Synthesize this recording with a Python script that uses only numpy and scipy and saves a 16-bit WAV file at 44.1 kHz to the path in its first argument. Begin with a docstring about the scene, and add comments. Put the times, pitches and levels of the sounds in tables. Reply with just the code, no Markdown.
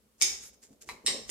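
"""Quiet room tone and low hum, then a bright rattle: a whisk beats a thick filling in a ceramic bowl on stone.
The stereo microphone stands a couple of metres away in a hard kitchen, which rings after each rap.
Raps, rim knocks and foot bumps are short contacts exciting resonant modes; the dragging wires are random
slips over a diffuse hiss; drag treble, slop, counter rumble and room tone are coloured noise; the hum is a sine."""
import sys
import numpy as np
from scipy import signal
from scipy.fft import rfft, irfft, next_fast_len
from scipy.io import wavfile
from scipy.ndimage import map_coordinates

SR = 44100
rng = np.random.default_rng(int(sys.argv[2]) if len(sys.argv) > 2 else 0)


def digitize_waveform(pressure):
    """Quantize a signal to 16-bit integers and store it at the path in sys.argv[1].

    Rows of a 2-D input are taken as channels; values are limited to [-1, 1].
    """
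    field = np.atleast_2d(pressure).T
    bounded = np.clip(field, -1, 1)
    quanta = np.round(bounded * 32767).astype(np.int16)
    wavfile.write(sys.argv[1], SR, quanta)


def voltage_ratio(decibels):
    """Convert decibels (scalar or array-like) to amplitude ratios, 20 dB per decade."""
    exponent = np.asarray(decibels, float) / 20
    return 10 ** exponent


N = 57330

# Quiet house noise. Each row: frequency in Hz, relative level in dB.
ROOM_TONE_COLOUR = [(59, -37), (100, -16.5), (183, -14.5), (221, -3.5), (283, -16.5), (518, -19.5),
                    (575, -30.5), (1050, -21), (1660, -26.5), (14500, -26.5)]
# Reverberation of the hard kitchen. Each row: frequency in Hz, time to fall 60 dB in seconds.
KITCHEN_T60 = [(200, 0.3), (700, 0.63), (2000, 0.4), (6000, 0.43), (13000, 0.24)]
# Left-right likeness of diffuse sound. Each row: frequency in Hz, likeness from 0 to 1.
ROOM_ALIKE = [(100, 0.7), (400, 0.7), (1000, .1), (5000, 0.02)]
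# Shading of the microphone ports toward the bowl. Each row: frequency in Hz, left over right in dB.
PORT_LEAN = [(300, 0), (2000, 2.5), (5000, 8.5), (9000, -17), (14000, 2)]
# The counter shaking. Each row: time in seconds, level in dB before the layer's trim.
RUMBLE_LEVEL = [(0.0, -74), (0.158, -83), (0.246, -54.5), (0.604, -80.5), (0.648, -73), (0.854, -74),
                (0.882, -58), (0.93, -55.5), (1.012, -77), (1.07, -55), (1.122, -51), (1.146, -82),
                (1.198, -64.5), (1.3, -53)]
# Colour of the shaking counter. Each row: frequency in Hz, relative level in dB.
RUMBLE_COLOUR = [(15, -44), (35, -11), (58, -5), (100, -17), (150, -12), (300, -69.5)]
# The filling folding over. Each row: time in seconds, level in dB before trim and wobble.
SLOP_LEVEL = [(0.0, -72), (0.184, -73.5), (0.224, -53), (0.608, -70), (0.644, -63), (0.68, -69.5),
              (0.716, -58.5), (0.774, -68.5), (0.868, -64), (0.878, -62), (0.916, -50), (1.034, -67.5),
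              (1.046, -50), (1.114, -43.5), (1.136, -44.5), (1.154, -42.5), (1.274, -59), (1.3, -54.5)]
# Colour of the folding filling. Each row: frequency in Hz, relative level in dB.
SLOP_COLOUR = [(71, -39.5), (120, -13.5), (161, -10.5), (217, 0.5), (333, -6.5), (436, 0), (571, -4),
               (900, -15.5), (1170, -34.5), (1980, -120)]
# Extra treble where the scrape turns brighter. Each row: time in seconds, level in dB before the wobble.
DRAG_TREBLE_LEVEL = [(.41, -89), (.44, -70), (.465, -55), (.49, -58), (.52, -79)]
# Colour of that extra treble. Each row: frequency in Hz, relative level in dB.
DRAG_TREBLE_COLOUR = [(4000, -41.5), (8000, -6), (11000, -1.5), (14000, -9), (16000, -32)]
# Wires scraping the wall through the filling. Each row: time in seconds, level in dB before the trims.
DRAG_LEVEL = [(.18, -74), (.198, -66.5), (.21, -47.5), (.3, -44.5), (.4, -58.5), (.44, -49), (.488, -58),
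              (.526, -76), (.54, -62.5), (.602, -105), (.62, -66), (.635, -55.5), (.696, -76), (.73, -71),
              (.802, -93), (.808, -70.5), (.816, -51), (.858, -71.5), (.882, -55.5), (.93, -60.5),
              (1.03, -84), (1.048, -72.5), (1.06, -54.5), (1.1, -52), (1.27, -65), (1.3, -42.5)]
# Colour of the scraping wires. Each row: frequency in Hz, relative level in dB.
DRAG_COLOUR = [(410, -36), (700, -18.5), (1360, -9.5), (1950, -8), (3710, -9.5), (7130, 2.5), (9330, -8.5),
               (14100, -12), (15000, -36)]
# The bowl's foot bumping the counter. Each row: start in seconds, dry peak in dB, pitch in Hz.
FOOT_BUMPS = [(.706, -51, 265), (0.713, -58, 191), (0.734, -56, 256), (0.874, -53, 361), (1.045, -48, 318),
              (1.102, -49, 422), (1.114, -50, 201), (1.144, -48, 262), (1.15, -52, 457)]
# The one mode rung by a light touch. Each row: frequency in Hz, width in Hz, relative level in dB.
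TING_MODE = [(2150, 24, 0)]
# The handle knocking the rim. Each row: start in seconds, dry peak in dB.
RIM_KNOCKS = [(0.8899, -24.5), (0.8943, -30.5), (0.914, -32.5)]
# Rim modes. Each row: frequency in Hz, width in Hz, relative level in dB before the row-by-row weights.
RIM_MODES = [(1105, 290, -2.5), (1940, 430, 2), (4110, 500, -0.5), (7500, 1100, -36)]
# Wires striking the bowl wall. Each row: start in seconds, dry peak in dB, spot from 0 (far wall) to
# 1 (near wall), brightness in dB per octave, left over right in dB on top of the port shading.
RAPS = [(0.2102, -34, 0, 6, 17), (.2140, -13, 0.11, -3.5, 4), (0.2217, -9, 0.12, 3, -10.5),
        (0.2233, -10.5, 0.1, 0.4, -1.5), (.2295, -19.5, 0.54, -0.1, -19), (.2375, -26, 0, -5, 11),
        (1.063, -14.5, 1, 0, -.5), (1.0700, -16, 0.8, 0.6, 2), (1.0790, -20, 0.43, -8, 0.5),
        (1.285, -49, 0.28, -2.5, 12), (1.2930, -28, .1, -8, -4.5), (1.2985, -27.5, 0.0034, 9.5, -9)]
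# Bowl modes. Each row: frequency in Hz, width in Hz, relative level in dB when struck on the far wall,
# the same on the near wall; each rap's brightness then tilts them.
BOWL_MODES = [(360, 36, -27, -48.5), (540, 110, -35, -43.5), (766, 46, -29, -38), (1040, 110, -30.5, -23),
              (1926, 124, -22, -10.5), (2257, 84, -7.5, -12), (2890, 363, -14.5, -12.5),
              (3762, 111, -7.5, 1.5), (4137, 450, -24, -9.5), (4790, 280, -4.5, -12.5),
              (5436, 188, -4.5, -2), (6440, 220, 3, -24), (6975, 250, -2, -20.5), (7437, 210, -8.5, -0.5),
              (8357, 170, -14, -5), (9060, 310, -10.5, -17), (10360, 330, -35, -18),
              (13270, 200, -43.5, -27), (13700, 600, -22, -45)]
# Click under every ring. Each row: frequency in Hz, level in dB before each blow's own click level.
CLICK_COLOUR = [(150, -23.5), (500, -25), (1200, -10), (2000, -7), (8000, -2), (15000, -17.5)]


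def unit(x):
    """Scales a signal to rms 1."""
    return x / np.sqrt(np.mean(x ** 2) + 1e-20)


def along(points, hz):
    """Reads (Hz, value) points on a log frequency axis."""
    f, value = np.transpose(points)
    return np.interp(np.log(hz + 1), np.log(f + 1), value)


def level(rows):
    """Gain per sample from (second, dB) rows, practically silent outside them."""
    s, db = np.transpose(rows)
    return voltage_ratio(np.interp(np.arange(N) / SR, s, db, left=-120, right=-120))


def wobble(rate):
    """A smooth random curve through normal knots, rate of them a second."""
    knots = rng.standard_normal(int(N * rate / SR) + 4)
    return map_coordinates(knots, [np.arange(N) * rate / SR])


def filtered(x, response):
    """Applies a complex frequency response, padded to leave room for its ringing."""
    size = next_fast_len(N + SR // 2)
    spectrum = rfft(x, size) * response(np.fft.rfftfreq(size, 1 / SR))
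    return irfft(spectrum, size)[..., :N]


def spread(pair, gain=lambda hz: 1):
    """Mixes two unrelated signals into a left and right that are most alike in the bass."""
    def mid_side(hz):
        angle = np.arccos(np.clip(along(ROOM_ALIKE, hz), -1, 1)) / 2
        return gain(hz) * np.array([np.cos(angle), np.sin(angle)])
    mid, side = filtered(pair, mid_side)
    return np.array([mid + side, mid - side])


def noise(colour):
    """Diffuse coloured stereo noise of rms 1."""
    white = rng.standard_normal((2, N))
    return unit(spread(white, lambda hz: voltage_ratio(along(colour, hz))))


def kitchen(x, tail_db=-0.5):
    """A quick answer of counter and cupboards, and a long tail whose frequencies die at their own speeds."""
    near_db, near_t60_s = -5, 0.078
    room_db, gap_s = 3.5, 0.004  # gain of both answers; delay before they begin
    hz, t, grid = signal.stft(rng.standard_normal((2, SR)), SR, nperseg=256)
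    decay = voltage_ratio(-60 * t / along(KITCHEN_T60, hz)[:, None])
    tail = signal.istft(grid * decay, SR, nperseg=256)[1][:, :SR]
    near = rng.standard_normal((2, SR)) * voltage_ratio(-60 * np.arange(SR) / SR / near_t60_s)
    answer = voltage_ratio(tail_db) * tail / np.linalg.norm(tail[0])
    answer = answer + voltage_ratio(near_db) * near / np.linalg.norm(near[0])
    answer = np.pad(answer, ((0, 0), (round(gap_s * SR), 0)))
    wet = signal.fftconvolve(x[None], answer, axes=1)[:, :N]
    return voltage_ratio(room_db) * spread(wet)


def ports(x):
    """Direct sound reaches two microphone ports with shading and a small lag on the left."""
    left_lag_s = 0.00005
    side = np.array([[0.5], [-0.5]])

    def response(hz):
        lag = np.exp(-2j * np.pi * hz * side * left_lag_s)
        return voltage_ratio(side * along(PORT_LEAN, hz)) * lag
    return filtered(x, response)


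def blow(s, peak_db, modes, click_db, touch_s=0.002, soft=False, mode_weight=-1):
    """A hard chattering contact, or a soft push, rings resonant modes and adds a broadband click."""
    t = np.maximum(np.arange(N) / SR - s, 0)
    chatter = 0.15 * np.roll(rng.standard_normal(N), round(s * SR))  # against a first touch of 1
    hard = chatter + (np.arange(N) == int(s * SR) + 1)
    force = t / touch_s if soft else hard
    touch = (t > 0) * np.exp(-t / touch_s) * force

    def response(hz):
        total = voltage_ratio(click_db + along(CLICK_COLOUR, hz))
        for k, (centre, width, db) in enumerate(modes):
            resonance = 1j * hz * width / (centre ** 2 - hz ** 2 + 1j * hz * width)
            total = total + mode_weight ** k * voltage_ratio(db) * resonance  # -1 alternates the polarity
        return total
    x = filtered(touch, response)
    return voltage_ratio(peak_db) * x / np.abs(x).max()


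def room_tone():
    """Quiet house noise, and a mains hum whose level wavers by a random curve."""
    hum_hz, hum_db = 59, -76.5
    hum_gain = voltage_ratio(hum_db + 1.5 * wobble(24))
    hum = hum_gain * np.sin(2 * np.pi * hum_hz * np.arange(N) / SR)
    return voltage_ratio(-70) * noise(ROOM_TONE_COLOUR) + hum


def rumble():
    """The stone counter shaking: low noise that swells and fades."""
    return level(RUMBLE_LEVEL) * voltage_ratio(-4.5) * noise(RUMBLE_COLOUR)


def slop():
    """The thick filling folds over with a low gurgle, made lumpy by a random gain."""
    lumps = voltage_ratio(-3.5 + 1.9 * wobble(45))
    return level(SLOP_LEVEL) * lumps * noise(SLOP_COLOUR)


def drag_treble():
    """Extra treble of the scraping wires, where the scrape turns brighter: high noise with a fast flutter."""
    flutter = voltage_ratio(2.5 * wobble(147.5))
    return level(DRAG_TREBLE_LEVEL) * flutter * noise(DRAG_TREBLE_COLOUR)


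def drag():
    """Tiny uneven slips of wet wire on the wall, over a smooth diffuse hiss for their echoes."""
    slips_per_s, spread_db = 1800, 9.5  # spread to either side
    slips = (rng.random(N) < slips_per_s / SR) * rng.standard_normal(N)
    slips = slips * voltage_ratio(spread_db * rng.uniform(-1, 1, N))
    grains = unit(filtered(slips, lambda hz: voltage_ratio(along(DRAG_COLOUR, hz))))
    scrape = voltage_ratio(-1.5) * ports(grains) + voltage_ratio(0.5) * noise(DRAG_COLOUR)
    return level(DRAG_LEVEL) * scrape


def foot_bumps():
    """The bowl's foot pushes softly on the counter, each bump ringing one low narrow mode."""
    return sum(blow(s, db, [(hz, 30, 0)], click_db=-72, touch_s=0.0017, soft=True)
               for s, db, hz in FOOT_BUMPS)


def ting():
    """A light touch rings a single narrow mode."""
    return blow(0.9626, -52, TING_MODE, click_db=-33)


def rim_knocks():
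    """The handle knocks the rim: duller blows on a few broad modes, each weighted below the last."""
    return sum(blow(s, db, RIM_MODES, click_db=-26, mode_weight=0.78) for s, db in RIM_KNOCKS)


def knocks():
    """Rim knocks, ting and foot bumps heard directly and through the kitchen, the light ones drier."""
    rim = rim_knocks()
    light = ting() + foot_bumps()
    return ports(rim + light) + voltage_ratio(2.0) * kitchen(rim, tail_db=-10.5) + voltage_ratio(-13) * kitchen(light)


def raps():
    """Wires strike the ceramic wall one after another; the spot struck sets which modes speak."""
    out = np.zeros((2, N))
    for s, db, spot, tilt_db, pan_db in RAPS:
        modes = []
        for hz, width, far_db, near_db in BOWL_MODES:
            struck_db = far_db + spot * (near_db - far_db)
            modes.append((hz, width, struck_db + tilt_db * np.log2(hz / 5000)))
        x = blow(s, db, modes, click_db=-21.5)
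        pan = voltage_ratio([[pan_db / 2], [-pan_db / 2]])
        out += pan * ports(x) + kitchen(x)
    return out


def scene():
    """Sums the whisk on the bowl, the moving filling, the shaking counter and the room."""
    return raps() + knocks() + drag() + drag_treble() + slop() + rumble() + room_tone()


def band_limit(x):
    """A steep low-pass at the top of the band."""
    return signal.sosfilt(signal.butter(12, 15780, fs=SR, output="sos"), x)


def record(dry):
    """The microphone rolls off at the top of the treble."""
    top_hz, slope = 14500, 13
    mix = filtered(dry, lambda hz: 1 / np.sqrt(1 + (hz / top_hz) ** slope))
    return band_limit(mix)


dry = scene()
out = record(dry)
digitize_waveform(out)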